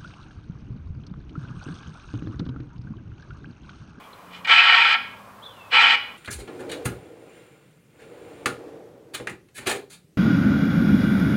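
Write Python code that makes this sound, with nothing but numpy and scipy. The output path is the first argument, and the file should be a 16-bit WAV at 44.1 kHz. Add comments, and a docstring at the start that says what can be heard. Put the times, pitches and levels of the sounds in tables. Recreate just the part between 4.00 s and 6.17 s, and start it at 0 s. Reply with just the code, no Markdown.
"""A workshop, the microphone close to a truing stand; far traffic hums and a bird chirps outside.
A spinning bicycle rim, out of true, grazes the steel caliper, ticks, then rasps in a long rub:
tiny slips shake the caliper arm and the rim, and the stand rings low as it takes the load.
The bird whistles again. One turn after the first rub comes a shorter one; rim and arm ring on."""
import sys
import numpy as np
from scipy import signal
from scipy.fft import rfft, irfft, next_fast_len
from scipy.io import wavfile
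from scipy.ndimage import uniform_filter1d, minimum_filter1d, map_coordinates

SR = 44100
rng = np.random.default_rng(int(sys.argv[2]) if len(sys.argv) > 2 else 0)


def wav_record(signal):
    """Record a signal, one row per channel, as 16-bit PCM in the file named by sys.argv[1]."""
    frames = np.transpose(np.atleast_2d(signal))
    bounded = np.clip(frames, -1, 1)
    # unit amplitude maps onto the largest positive 16-bit level
    quanta = np.round(bounded * 32767).astype(np.int16)
    wavfile.write(sys.argv[1], SR, quanta)


N = 95785


def amp(db):
    """Decibels to gain."""
    return 10 ** (np.asarray(db) / 20)


def unit(x):
    """Scale to rms 1."""
    return x / np.sqrt(np.mean(x ** 2) + 1e-20)


def along(points, hz):
    """Interpolate (freq_hz, value) points on a log frequency axis."""
    freqs, values = np.transpose(points)
    return np.interp(np.log(hz + 1), np.log(freqs + 1), values)


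def curves(rows):
    """Each column after time_s, sample by sample, then a gate that is 1 inside the table's span."""
    times, *columns = np.transpose(rows)
    t = np.arange(N) / SR
    return [np.interp(t, times, c) for c in columns] + [(t >= times[0]) & (t <= times[-1])]


def wobble(knots_per_s):
    """A smooth random curve."""
    knots = rng.standard_normal(int(N * knots_per_s / SR) + 4)
    return map_coordinates(knots, [np.arange(N) * knots_per_s / SR])


def filtered(x, response):
    """Pass x through a complex response of frequency."""
    size = next_fast_len(N + SR)
    return irfft(rfft(x, size) * response(np.fft.rfftfreq(size, 1 / SR)), size)[:N]


def resonances(modes):
    """Response of (pitch_hz, width_hz, gain_db) modes of alternating sign."""
    return lambda f: sum((-1) ** k * amp(db) * 1j * f * width / (hz * hz - f * f + 1j * f * width)
                         for k, (hz, width, db) in enumerate(modes))


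def minimum_phase(spectrum):
    """Causal response with the colour of (freq_hz, level_db) points."""
    def response(f):
        cepstrum = irfft(np.log(amp(along(spectrum, f)) + 1e-6))
        half = len(cepstrum) // 2
        cepstrum[1:half] *= 2
        cepstrum[half + 1:] = 0
        return np.exp(rfft(cepstrum))[:len(f)]
    return response


def echo(x, decays):
    """Diffuse reflections dying away as the (freq_hz, t60_s) points say."""
    hz, t, noise = signal.stft(rng.standard_normal(SR), SR, nperseg=256)
    fade = amp(-60 * t / along(decays, hz)[:, None])
    tail = signal.istft(noise * fade, SR, nperseg=256)[1]
    return signal.fftconvolve(x, tail / np.linalg.norm(tail))[:N]


# Far traffic and microphone hiss: freq_hz, relative_db
TRAFFIC_SPECTRUM = [(15, -48.5), (30, -21), (60, -10), (100, -6), (200, -4.5), (283, -4.5), (340, -12.5),
                    (413, -5.5), (586, -4), (800, -5.5), (1090, 1), (1350, -6), (1800, -13.5),
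                    (2510, -18.5), (3500, -22.5), (6000, -28), (15700, -29)]
# Low tones that come and go: start_s, end_s, pitch_hz, relative_db
TRAFFIC_HUMS = [(0.21, 0.53, 176, -50.5), (0.73, 1.15, 246, -54.5), (0.89, 1.45, 197, -57),
                (.4, 2.26, 105, -61)]

def traffic(noise_db=-47):
    """Far traffic over the microphone's hiss: patchy broad noise and wavering low tones."""
    cells = signal.stft(rng.standard_normal(N + 512), nperseg=512)[2]
    patches = uniform_filter1d(rng.standard_normal(cells.shape), 5, axis=0)
    patches = uniform_filter1d(patches, 12, axis=1)
    noise = signal.istft(cells * amp(0.4 * unit(patches)), nperseg=512)[1][:N]
    out = amp(noise_db) * unit(filtered(noise, lambda f: amp(along(TRAFFIC_SPECTRUM, f))))
    t = np.arange(N) / SR
    for start_s, end_s, hz, db in TRAFFIC_HUMS:
        progress = np.clip((t - start_s) / (end_s - start_s), 0, 1)
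        swell = np.sqrt(np.sin(np.pi * progress).clip(0))
        level = swell * amp(db + 1 + 1.5 * wobble(18))
        pitch_hz = hz * (1 + .012 * wobble(9.56))
        out += level * np.sin(2 * np.pi * np.cumsum(pitch_hz) / SR)
    return out


# Rim on caliper, one list a pass; the last three columns are relative to the level:
# time_s, level_db, body_db, squeal_db, sheen_db
CONTACTS = [
    [(0, -48, -10.5, -4, -4), (.1, -60, -10, -3.5, -2.5), (.3, -57, -14.5, -4, 7.5),
     (.335, -38.5, -16.5, -10, 7.5), (.365, -38, -18, -9, 10.5), (.42, -56.5, -14, -5, 8),
     (.4445, -65.5, -8, 1, 3), (.446, -28, -8, 1, 6.5), (.451, -23, -4, -4.5, -0.5),
     (.4695, -45, 5.5, -2, 6.5), (.472, -21, 4.5, -11, 9), (.482, -21, -0.5, 0, 4),
     (.494, -11.5, 0, -14.5, -0.5), (.518, -10.5, 2, -3, 1.5), (.56, -11, -5, 7, 0),
     (.6, -11.5, -0.5, 9, 0.5), (.615, -13, -2, 0.5, -2.5), (.7, -14, 2, -3.5, 0), (.8, -15, 1, 2, 2),
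     (.87, -16, 1.5, 2.5, -0.5), (.934, -14, 0, -6.5, 1), (.955, -21.5, 6, 6, -12), (.965, -70, 2, -6, -3)],
    [(1.695, -64, -13, 4, 1), (1.713, -30, -18, 2, 2), (1.717, -23.5, 2.5, -4, -1), (1.733, -16, 2, 3, 0.5),
     (1.748, -11.5, 3.5, -1, 1.5), (1.794, -13, 0.5, 4, 1), (1.82, -12.5, -0.5, 1.5, 6),
     (1.86, -13, 1.5, 0, 0.5), (1.928, -14, -0.5, -5.5, 3), (1.955, -18.5, -2, -24, 1.5),
     (1.965, -51, -3, -20, -2)],
]

def rim_friction(slips_per_s=8000, spread_db=2.5, flutter_db=.8):
    """Tiny uneven slips of rim on caliper; returns their force and the hiss of the treble sheen."""
    slips = (rng.random(N) < slips_per_s / SR) * rng.standard_normal(N)
    slips *= amp(spread_db * rng.standard_normal(N))
    slips = unit(slips * amp(flutter_db * wobble(40)))
    level, sheen, body_boost, squeal_boost = np.zeros((4, N))
    for rows in CONTACTS:
        level_db, body_db, squeal_db, sheen_db, touching = curves(rows)
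        level += touching * amp(level_db)
        sheen += touching * amp(level_db + sheen_db)
        body_boost += touching * (amp(body_db) - 1)
        squeal_boost += touching * (amp(squeal_db) - 1)
    force = level * slips
    body_top_hz, squeal_hz, width_hz = 1640, 2570, 220
    body = filtered(force * body_boost, lambda f: 1 / (1 + (f / body_top_hz) ** 4))
    squeal = filtered(force * squeal_boost, lambda f: 1 / (1 + (2 * (f - squeal_hz) / width_hz) ** 2))
    return force + body + squeal, sheen * rng.standard_normal(N)


# Caliper arm, damped by the touch: pitch_hz, width_hz, gain_db
ARM_MODES = [(504, 64, -24.5), (729, 28.5, -14.5), (925.2, 25.6, -3.5), (1116.4, 20.4, -6.5),
             (1343, 34.4, 1.5), (1413, 50, -9.5), (1702, 46, -11), (1834, 33, -2), (2093, 23, -13.5),
             (2188, 10, 2.5), (2335, 15, -1), (2496, 35, 3.5), (2592, 58, -7.5), (2996, 44.3, 0.5),
             (3126, 53, -10.5), (3266, 18, -10.5), (3360, 48, -6.5), (3686, 15, -18.5), (3964, 62, -22),
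             (4078, 210, -20.5), (4740, 65, -18), (4965, 49, -23)]
# Broad colour of the rub: freq_hz, relative_db
RASP_SPECTRUM = [(200, -60.5), (330, -58), (500, -35), (620, -32), (800, -15), (1020, -25), (1230, -20),
                 (1500, -6.5), (2000, -7), (2410, -0.5), (2700, -11.5), (3150, -3), (3400, -8), (3700, -19),
                 (4150, -14.5), (4450, -15.5), (5200, -31), (6500, -44), (8600, -60.5), (9000, -84.5),
                 (14000, -84.5)]
# Rim ringing freely: pitch_hz, gain_db, t60_s
RIM_MODES = [(806, -9, .45), (824, -9, .4), (1640, -5, .55), (1846, -11, .3), (1970, -10, .3),
             (2204, -7, .4), (2241, -10, .4), (2350, -9, .4), (2427, -10, .45), (2466, -5, .5),
             (2507, -6, .45), (2752, -12, .45), (2859, -8, .45), (2942, -12, .5)]
# High modes of the caliper tip: pitch_hz, width_hz, gain_db
TIP_MODES = [(5276, 91, 3.5), (5800, 250, -3.5), (6120, 110, -5), (6570, 90, -2.5), (7120, 45, -5),
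             (7440, 150, -8), (7830, 250, -7.5), (8380, 160, -12.5), (10200, 250, -22.5),
             (11020, 300, -20.5), (11600, 300, -21)]

def rim_rub(patch_hz=5640):
    """Close to the microphone, friction rasps and sets the arm, the rim and the caliper tip ringing."""
    def through_patch(modes):
        """The contact patch dulls the modes above patch_hz."""
        return lambda f: resonances(modes)(f) / (1 + 1j * f / patch_hz - (f / patch_hz) ** 2) ** 2

    force, hiss = rim_friction()
    rim_modes = [(hz, np.log(1000) / np.pi / t60_s, db) for hz, db, t60_s in RIM_MODES]
    paths = [(force, through_patch(ARM_MODES), -2.5),
             (force, minimum_phase(RASP_SPECTRUM), -4.5),
             (force, through_patch(rim_modes), -14.5),
             (hiss, resonances(TIP_MODES), -32.5)]
    freqs = np.fft.rfftfreq(SR, 1 / SR)
    out = np.zeros(N)
    for drive, response, gain_db in paths:
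        rms_gain = np.sqrt(np.mean(np.abs(response(freqs)) ** 2))
        out += amp(gain_db) * filtered(drive, response) / rms_gain
    return out


# Whistles, one list a note: time_s, pitch_hz, relative_db
BIRD_NOTES = [
    [(.005, 2530, -70.5), (.025, 2520, -59.5), (.06, 2570, -72.5)],
    [(.04, 3300, -48.5), (.052, 3300, -74), (.075, 3350, -79)],
    [(.129, 4250, -63), (.133, 4070, -47), (.136, 3300, -55.5), (.139, 3000, -67)],
    [(1.415, 2850, -70), (1.428, 3230, -52.5), (1.438, 3535, -48.5), (1.449, 3780, -49.5),
     (1.464, 3470, -42), (1.485, 3336, -56), (1.53, 3010, -54.5), (1.58, 2763, -57.5), (1.62, 2656, -53.5),
     (1.66, 2585, -61), (1.71, 2490, -62.5)],
    [(1.426, 3750, -71), (1.437, 3980, -52), (1.448, 4080, -56), (1.465, 4000, -58)],
]
# Long echo outdoors: freq_hz, t60_s
OUTDOOR_DECAY = [(2000, .9), (5000, 1.1)]

def bird():
    """Rough whistles from far outside, blurred by nearby walls and a long echo."""
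    song = np.zeros(N)
    for rows in BIRD_NOTES:
        hz, db, singing = curves(rows)
        level = singing * amp(db + 2.5 * wobble(90))
        pitch_hz = hz * (1 + .006 * wobble(200))
        song += level * np.sin(2 * np.pi * np.cumsum(pitch_hz) / SR)
    walls = echo(song, decays=[(2000, .15), (5000, .085)])
    return amp(3.5) * song + walls + amp(-3) * echo(song, OUTDOOR_DECAY)


# The stand takes the load: start_s, gain_db
LOAD_KNOCKS = [(.49, -39.5), (1.724, -36.5), (1.82, -38.5), (1.861, -42), (1.93, -40)]
# Frame of the stand: pitch_hz, gain_db, t60_s
STAND_MODES = [(249, -4.5, 0.37), (493.7, 14.5, 0.097)]

def stand_ring(rise_s=.015):
    """Close by, the frame of the stand rings low each time the load comes on."""
    t = np.arange(SR // 2) / SR
    ring = sum(amp(db - 60 * t / t60_s) * np.sin(2 * np.pi * hz * t) for hz, db, t60_s in STAND_MODES)
    ring *= 1 - np.exp(-t / rise_s)
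    out = np.zeros(N + SR)
    for start_s, gain_db in LOAD_KNOCKS:
        out[round(start_s * SR):][:len(t)] += amp(gain_db) * ring
    return out[:N]


# Reverberation of the workshop: freq_hz, t60_s
WORKSHOP_DECAY = [(300, 0.57), (2000, 0.56), (5000, 0.48), (10000, 0.26)]

def scene():
    """One microphone: the stand up close, the workshop around it, bird and traffic far outside."""
    near = rim_rub() + stand_ring()
    workshop = amp(-11.5) * echo(near, WORKSHOP_DECAY)
    return (near + workshop + bird() + traffic())[None]


def record(dry, ceiling=.96, top_hz=15780):
    """Behind the microphone, a gentle limiter rides rare peaks and all above top_hz is cut."""
    needed_gain = np.minimum(1, ceiling / (np.abs(dry[0]) + 1e-9))
    held_gain = minimum_filter1d(needed_gain, size=441)
    gain = uniform_filter1d(held_gain, size=221)
    return filtered(dry[0] * gain, lambda hz: hz < top_hz)[None]


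dry = scene()
out = record(dry)
wav_record(out)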